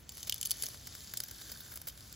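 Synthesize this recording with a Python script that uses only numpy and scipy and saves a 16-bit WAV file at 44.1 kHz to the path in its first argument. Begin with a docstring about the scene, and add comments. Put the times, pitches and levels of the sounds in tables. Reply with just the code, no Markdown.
"""A lizard in dry leaves

A heavy lizard drags itself over paving into dry leaves and plants, close to two small microphones.
Leaves and twigs snap under it in two flurries, and its claws scuff. Its scaly belly slides with a
gritty hiss, and its weight makes a hollow scrape. A quiet outdoor rumble lies underneath."""
import sys
import numpy as np
from scipy import signal
from scipy.fft import rfft, irfft
from scipy.io import wavfile
from scipy.ndimage import uniform_filter1d

SR = 44100
rng = np.random.default_rng(int(sys.argv[2]) if len(sys.argv) > 2 else 0)


def persist_wave(psi):
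    """Save psi, clipped to +-1, as 16-bit WAV."""
    counts = np.round(np.clip(psi, -1, 1) * 32767).astype(np.int16)
    wavfile.write(sys.argv[1], SR, np.atleast_2d(counts).T)


N = 94815

# Leaves and twigs snapping. Each row: start in seconds; level, knock, treble and highest treble in
# relative dB; ring pitch in Hz; ring boost in dB (none if below zero); fade time in seconds.
LEAF_SNAPS = [(0.0924, -31, -16, -0.5, -2.5, 7400, 6.5, 0.00062), (0.1203, -41, -4, -9, 4, 5082, 8, 0.0022),
              (0.15, -46, -10, 9, 3.1, 4264, 2, 0.0034), (0.1707, -37, -3, 7, -2, 6675, -3, 0.0017),
              (0.18, -39, 1, 6, 2, 4910, -4, 0.0011), (0.2047, -43, -6, 5.4, 3, 7192, 3, 0.0017),
              (0.2297, -29, -17, 0, -2.5, 6500, 6.5, 0.0012),
              (0.2961, -18.5, -14, -4, 2, 3080, 6.5, 0.0009),
              (0.3233, -22.5, -13, 5.5, -11, 3020, 15, 0.00086),
              (0.343, -33, -22, 7.5, 10, 5599, 4, 0.00067), (0.3604, -40.5, -19, 8, -5.5, 6503, 11, 0.0015),
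              (0.38, -40, -9, 4, 3, 3575, 9, 0.0024), (0.412, -27, -22.9, 8.5, 0.5, 7000, 10, 0.002),
              (0.4291, -24.5, -19, 7, -5, 2960, 4.5, 0.0012),
              (0.4514, -29.5, -21, -3, 4.0, 6600, 11.5, 0.0035),
              (0.457, -26, -15.5, 11, 4, 6200, 7.5, 0.0013), (0.4657, -37.5, -16, 8, 6, 4522, 11, 0.001),
              (0.4714, -37, -23, 20, -2, 4530, 11, 0.001), (0.497, -34.5, -12, 5, 0, 5070, 4, 0.0012),
              (0.508, -21, -24, 10, 0.1, 5660, 7, 0.00093),
              (0.514, -22.5, -11, 11.5, 2.5, 4750, 10.5, 0.0018),
              (0.611, -42, -17, 6, -2, 5000, 11, 0.0016), (0.6237, -25, -21, 7.5, 3, 6900, 5, 0.0013),
              (0.6352, -27.5, -3, 16.5, -14, 4670, 8, 0.0024), (0.658, -39.5, -23, 2, 14, 6600, 18, 0.002),
              (0.6653, -29, -25, -4, -8, 5870, 13, 0.0007), (0.6856, -42.0, 8, 13.5, 9, 5750, 18, 0.0018),
              (0.7435, -41.5, 8.5, 8, -1.9, 4910, 8.5, 0.0029), (0.951, -36.5, 0, -1, 3, 5300, 2, 0.0017),
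              (1.1371, -29.5, -2, -2, 4.5, 1560, 3, 0.002), (1.17, -31, -13, 2, -4, 7460, 13, 0.0043),
              (1.1727, -25.5, -22, 8, -2, 5270, 3.5, 0.00072),
              (1.2021, -27, -4.5, 8.5, 1, 4980, 10, 0.0019), (1.236, -35.5, -3.5, 3, 10, 5900, 12, 0.0022),
              (1.311, -35, -6.5, 4, 2, 6300, 5.5, 0.0026), (1.4166, -39, -5, 0, -8.5, 3800, 11.5, 0.004),
              (1.5169, -35.5, -3.5, 5, 7, 4670, 11, 0.004), (1.6047, -42.5, -1.5, 7, 9, 3790, 11, 0.0035),
              (1.757, -44, -2, 15, 11, 6546, 14, 0.002), (1.7735, -34.5, -1.5, 2, 2.2, 5039, -2, 0.0012),
              (1.816, -43.5, 4.5, 12, 10, 5440, 11.5, 0.0013), (1.975, -44, -3.0, 8, -2, 3790, 9, 0.002),
              (2.007, -45, -3, 8, -6, 4134, 11, 0.00099), (2.1257, -39.5, -11, 5.5, 5.2, 5800, 3, 0.002)]
# Claws and scales scuffing. Each row: start and length in seconds; level, knock, treble and
# highest treble in relative dB.
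CLAW_SCUFFS = [(0.27, 0.013, -43, -2.5, 1, 2), (0.633, 0.01, -43.5, -0.5, 7, 2),
               (0.869, 0.0072, -43.5, -3.5, -0.5, 2), (1.283, 0.0054, -47, -7, 1, 3),
               (1.413, 0.0044, -48, 3, 2, 4), (1.493, 0.0092, -45, -1.5, -10, -10),
               (1.715, 0.015, -53, 5, 2, 6), (1.737, 0.0049, -57.5, 7, 16, 12),
               (1.758, 0.0087, -51.5, -1, 6, 8.0), (1.87, 0.011, -44.5, -1, 2, 9),
               (1.883, 0.0062, -41.5, -8, 4, 3), (1.892, 0.011, -47.5, -9, -3.6, -3)]
# The tone that snaps and scuffs share. Each row: pitch in Hz, level in dB.
CRACK_TONE = [(100, -23.5), (300, -6), (600, 3.5), (950, -2), (1550, 1.5), (2300, -1.5), (2650, -5.5),
              (3100, -2.5), (5000, 0.5), (8000, -0.5), (12000, 1), (15000, 5.5), (16500, -3)]
# Pitches that stand out in the snaps, scuffs and hiss, early and late in the crawl.
# Each row: pitch in Hz, relative strength in dB.
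FIRST_FLURRY_PEAKS = [(2300, 5), (3060, 8), (3500, 6.5), (4500, 7.5), (5070, 6.5), (5700, -0.5), (6180, 8),
                      (6600, 4), (7200, 5.5), (7550, 7.5), (10100, 5), (10600, 5.5), (11700, 4.5),
                      (14300, 4)]
SECOND_FLURRY_PEAKS = [(1580, 6), (2200, 3.5), (3150, 3), (3850, 4), (4350, 2), (5000, 7.5), (6050, 4.5),
                       (7520, 6), (8150, 3.5), (11400, 5), (14500, 3)]
LATE_HISS_PEAKS = [(3150, 5.5), (3550, 6), (4550, 6), (5000, 5.5), (6800, 5.5), (7500, 7), (10600, 5),
                   (11600, 2), (14600, 11)]
# The belly sliding. Each row: time in seconds, then level and brightness in relative dB.
BELLY_PUSH = [(0, -63.5, 2), (0.06, -63, -17), (0.12, -54, -9), (0.19, -51, -4.5), (0.32, -49, -12.5),
              (0.4, -51, -8.5), (0.54, -49, -7.5), (0.64, -44, -4), (0.72, -49.5, -6.5),
              (0.82, -52.5, -7.6), (0.9, -48.5, -10.5), (1.03, -49.5, -6.5), (1.13, -50.5, -9),
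              (1.26, -52, -7), (1.47, -49, -7), (1.65, -52, -6), (1.72, -53, -3.5), (1.83, -57, -6),
              (1.94, -57.5, -6), (2.06, -54, -6.5), (2.15, -53, -11)]
# The body dragging on paving. Each row: time in seconds, scrape level in dB, scrape pitch in Hz,
# shuffle level in dB.
BODY_DRAG = [(0.1, -84, 1750, -87), (0.52, -67.5, 1750, -67), (0.66, -65, 1730, -61),
             (0.8, -76, 1770, -67.5), (0.94, -71, 1800, -74), (1.2, -72, 1620, -91),
             (1.45, -66.5, 1620, -68), (1.7, -66, 1550, -72.5), (1.85, -75, 1540, -77),
             (2.1, -71.5, 1580, -76)]
# The tones of the belly's hiss, the body's shuffle and the outdoor background.
# Each row: pitch in Hz, relative level in dB.
HISS_TONE = [(150, -14), (400, -8.5), (900, -6.5), (1600, -3.5), (2100, -5.5), (2750, -5.5), (3200, -0.5),
             (4100, 3.5), (4800, 2.5), (6200, 5), (8200, -0.5), (10000, 1), (11800, 0), (14500, -2),
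             (16000, -6.5)]
SHUFFLE_TONE = [(40, -15), (100, 8), (280, 0), (420, -1), (680, 0), (950, -17), (2000, -36)]
AIR_TONE = [(15, -26), (30, -21), (45, -9), (65, 0.5), (85, -4.5), (110, -3.5), (150, -11), (250, -14),
            (400, -21), (900, -25.5), (1600, -27.5), (3000, -29.5), (8000, -40), (16000, -32.5)]
# How alike the two microphones sound. Each row: pitch in Hz, likeness from 0 to 1.
MIC_LIKENESS = [(50, 0.99), (150, 0.93), (350, 0.7), (850, 0.2), (1600, 0.7), (2900, 0.73), (3700, .97),
                (5400, 0.75), (6800, 1), (8000, 1), (9100, 1), (10200, 1), (13200, 0.85), (15500, 1)]
# How much louder the left side is. Each row: pitch in Hz, left over right in dB.
MIC_BALANCE = [(100, 0), (600, 1), (1500, -0.5), (2900, 2), (4000, -0.5), (5100, 3.5), (6500, 0),
               (16000, 0)]
# Ringing in the left microphone's openings shifts its phase. Each row: pitch and width in Hz.
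MIC_PORTS = [(9150, 2030), (13250, 2460)]

TONE_CHANGE_S = 0.8  # the early peaks give way to the late ones
HIGHEST_HZ = 15900


def snaps(size=2048):
    """A leaf or twig breaks: a very short crack, then a faint shiver."""
    out, t = np.zeros((2, N)), np.arange(size) / SR
    shiver = amp(-18.5) * np.exp(-t / 0.0059)
    for start, db, knock_db, treble_db, top_db, ring_hz, ring_db, fade_s in LEAF_SNAPS:
        rise_s = max(0.00028, 0.19 * fade_s)  # longer cracks take longer to build
        envelope = (1 - np.exp(-t / rise_s)) * (np.exp(-t / fade_s) + shiver)
        crack = crackle(start, envelope, knock_db, treble_db, top_db, ring_hz, ring_db)
        add(out, start, np.sqrt(0.001 * SR) * amp(db + 0.5) * crack)
    return out


def scuffs(size=2048):
    """A claw or scale gives a short rub that swells and fades."""
    out, t = np.zeros((2, N)), np.arange(size) / SR
    for start, length, db, knock_db, treble_db, top_db in CLAW_SCUFFS:
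        envelope = np.sqrt(t / length) * np.exp(-1.3 * (t / length) ** 2)
        rub = crackle(start, envelope, knock_db, treble_db, top_db)
        add(out, start, np.sqrt(length * SR) * amp(db + 2.5) * rub)
    return out


def crackle(start, envelope, knock_db, treble_db, top_db, ring_hz=4000, ring_db=0):
    """A burst of tiny breaks in which some pitches stand out. Each has its own uneven tone."""
    size = len(envelope)
    hz = np.fft.rfftfreq(size, 1 / SR)
    tone = [(1680, knock_db), (2970, 0), (7050, 0), (9470, treble_db), (14300, top_db)]
    table, base_db = (FIRST_FLURRY_PEAKS, -4.5) if start < TONE_CHANGE_S else (SECOND_FLURRY_PEAKS, -3)
    boost = peaks(table, hz, width_hz=185) * peaks([(ring_hz, ring_db)], hz, width_hz=445)
    bumps = uniform_filter1d(rng.standard_normal(len(hz)), size=9)
    uneven_db = 2 * unit_level(uniform_filter1d(bumps, size=7))
    gain = boost * amp(look_up(CRACK_TONE, hz) + look_up(tone, hz) + base_db + uneven_db)
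    # Build the filter so that its tail follows the hit (minimum phase).
    fold = irfft(np.log(gain), size)
    fold[1:size // 2] *= 2
    fold[size // 2 + 1:] = 0
    return irfft(rfft(tiny_breaks(envelope)) * np.exp(rfft(fold)), size)


def tiny_breaks(envelope):
    """Two bursts of noise, even across all pitches, whose loudness follows the envelope."""
    noise = rng.standard_normal((2, len(envelope))) * envelope
    for _ in range(3):
        spectrum = rfft(noise)
        noise = irfft(spectrum / (abs(spectrum) + 1e-12), len(envelope))
        power = abs(uniform_filter1d(noise ** 2, size=32, axis=1))
        noise *= envelope / np.sqrt(power + 1e-12)
    return noise / np.linalg.norm(noise, axis=1, keepdims=True)


def belly_slide(grains_per_s=700, grain_s=0.00055, blend_s=0.15):
    """Scales rub over grit and leaves: a grainy hiss whose tone shifts partway through."""
    t, hz = np.arange(N) / SR, np.fft.rfftfreq(N, 1 / SR)
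    times, db, bright_db = np.transpose(BELLY_PUSH)
    sizes = uneven_sizes(N, spread_db=7.5) * (rng.random(N) < grains_per_s / SR)
    grain_power = signal.lfilter([1], [1, -np.exp(-2 / (grain_s * SR))], sizes ** 2)
    grains = unit_level(np.sqrt(grain_power))
    rub = rng.standard_normal((2, N)) * np.hypot(1, amp(-1.5) * grains)
    rub = unit_level(rub) + amp(-2.5) * grit()
    boosted = (irfft(rfft(rub) * peaks(table, hz, width_hz=140) ** 0.79, N)
               for table in (FIRST_FLURRY_PEAKS, LATE_HISS_PEAKS))
    early, late = (unit_level(shape_tone(x, HISS_TONE)) for x in boosted)
    blend = np.clip((t - TONE_CHANGE_S) / blend_s + 0.5, 0, 1)
    hiss = (1 - blend) * early + blend * late
    treble = shape_tone(hiss, [(7000, -39), (10000, -1), (12500, 5.5)])
    extra_treble = amp(np.interp(t, times, bright_db) + 8) - 1  # none at a brightness of -8
    return amp(np.interp(t, times, db) - 2) * (hiss + treble * extra_treble)


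def grit(pitches=48, chances=2048, ticks_per_s=5000, ring_s=0.0016):
    """Countless crumbs and leaf edges tick at many different pitches."""
    out, fade = np.zeros((2, N)), np.exp(-1 / (ring_s * SR))
    for hz in (np.arange(pitches) + rng.random(pitches)) * HIGHEST_HZ / pitches:
        angle = 2 * np.pi * hz / SR
        ticks = np.zeros((2, N))
        strength = uneven_sizes(chances, spread_db=3.5)
        happens = rng.random(chances) < ticks_per_s * N / SR / pitches / chances
        ticks[:, rng.integers(0, N, chances)] = strength * happens * rng.choice([-1, 1], (2, chances))
        out += signal.lfilter([np.sin(angle)], [1, -2 * fade * np.cos(angle), fade ** 2], ticks + 1e-18)
    return unit_level(out)


def body_drag(catches_per_s=600, width_hz=440):
    """The heavy body catches on the paving: a hollow scrape of drifting pitch, and a dull shuffle."""
    times, *columns = np.transpose(BODY_DRAG)
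    scrape_db, scrape_hz, shuffle_db = (np.interp(np.arange(N) / SR, times, c) for c in columns)
    catches = rng.standard_normal((2, N)) * (rng.random(N) < catches_per_s / SR)
    # Each catch rings briefly at the scrape's current pitch.
    wave = np.exp(2j * np.pi * np.cumsum(scrape_hz) / SR)
    fade = np.exp(-np.pi * width_hz / SR)
    scrape = (wave * signal.lfilter([1], [1, -2 * fade, fade ** 2], catches / wave)).real
    shuffle = shape_tone(rng.standard_normal((2, N)), SHUFFLE_TONE)
    return amp(scrape_db) * unit_level(scrape) + amp(shuffle_db) * unit_level(shuffle)


def garden_echo(sound, size=8192, echo_db=-20, echo_s=0.14):
    """Paving and pots send back a short, faint echo."""
    t = np.arange(size) / SR
    tail = rng.standard_normal((2, size)) * amp(-60 * t / echo_s) * (t > 0.003)
    tail /= np.linalg.norm(tail[0])
    return sound + amp(echo_db) * signal.fftconvolve(sound, tail, axes=1)[:, :N]


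def outdoor_air():
    """A steady, distant rumble with a faint hiss."""
    return amp(-56.5) * unit_level(shape_tone(rng.standard_normal((2, N)), AIR_TONE))


def microphones(sound):
    """Two close microphones hear nearly the same thing, apart from level and phase (wave timing)."""
    hz = np.fft.rfftfreq(N, 1 / SR)
    shared, apart = rfft(sound)
    likeness = look_up(MIC_LIKENESS, hz)
    shared *= np.sqrt((1 + likeness) / 2)
    apart *= np.sqrt((1 - likeness) / 2)
    phase = sum(np.pi * (1 + np.tanh((hz - pitch) / (0.92 * width))) for pitch, width in MIC_PORTS)
    lean = amp(look_up(MIC_BALANCE, hz) / 2)
    left = (shared + apart) * lean * np.exp(-1j * phase)
    right = (shared - apart) / lean
    return irfft(np.array([left, right]), N)


def amp(db):
    """Turns decibels into a number to multiply by."""
    return 10 ** (np.asarray(db) / 20)


def unit_level(x):
    """Scales a signal to an average (rms) level of one."""
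    return x / np.sqrt(np.mean(x ** 2) + 1e-20)


def uneven_sizes(count, spread_db):
    """Random strengths: many small, a few large."""
    return amp(spread_db * np.minimum(rng.exponential(1, count), 3))


def look_up(table, hz):
    """Reads a table at any pitch, gliding between its rows."""
    pitches, values = np.transpose(table)
    return np.interp(np.log(hz + 1), np.log(pitches), values)


def shape_tone(x, table):
    """Turns each pitch up or down by the table's dB."""
    return irfft(rfft(x) * amp(look_up(table, np.fft.rfftfreq(N, 1 / SR))), N)


def peaks(table, hz, width_hz):
    """A boost around each pitch in the table."""
    return np.sqrt(1 + sum((amp(max(db, 0)) ** 2 - 1) / (1 + ((hz - pitch) / width_hz) ** 2) ** 2
                           for pitch, db in table))


def add(mix, start, sound):
    """Mixes a sound in at a start time in seconds."""
    part = mix[:, max(round(start * SR), 0):][:, :sound.shape[1]]
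    part += sound[:, :part.shape[1]]


def scene():
    """The lizard in the leaves, over the outdoor background."""
    return microphones(garden_echo(snaps() + scuffs()) + belly_slide() + body_drag() + outdoor_air())


def record(dry):
    """Cuts away the very highest treble."""
    low_pass = signal.firwin(255, HIGHEST_HZ, window=("kaiser", 8), fs=SR)
    return signal.oaconvolve(dry, low_pass[None], "same", axes=1)


dry = scene()
out = record(dry)
persist_wave(out)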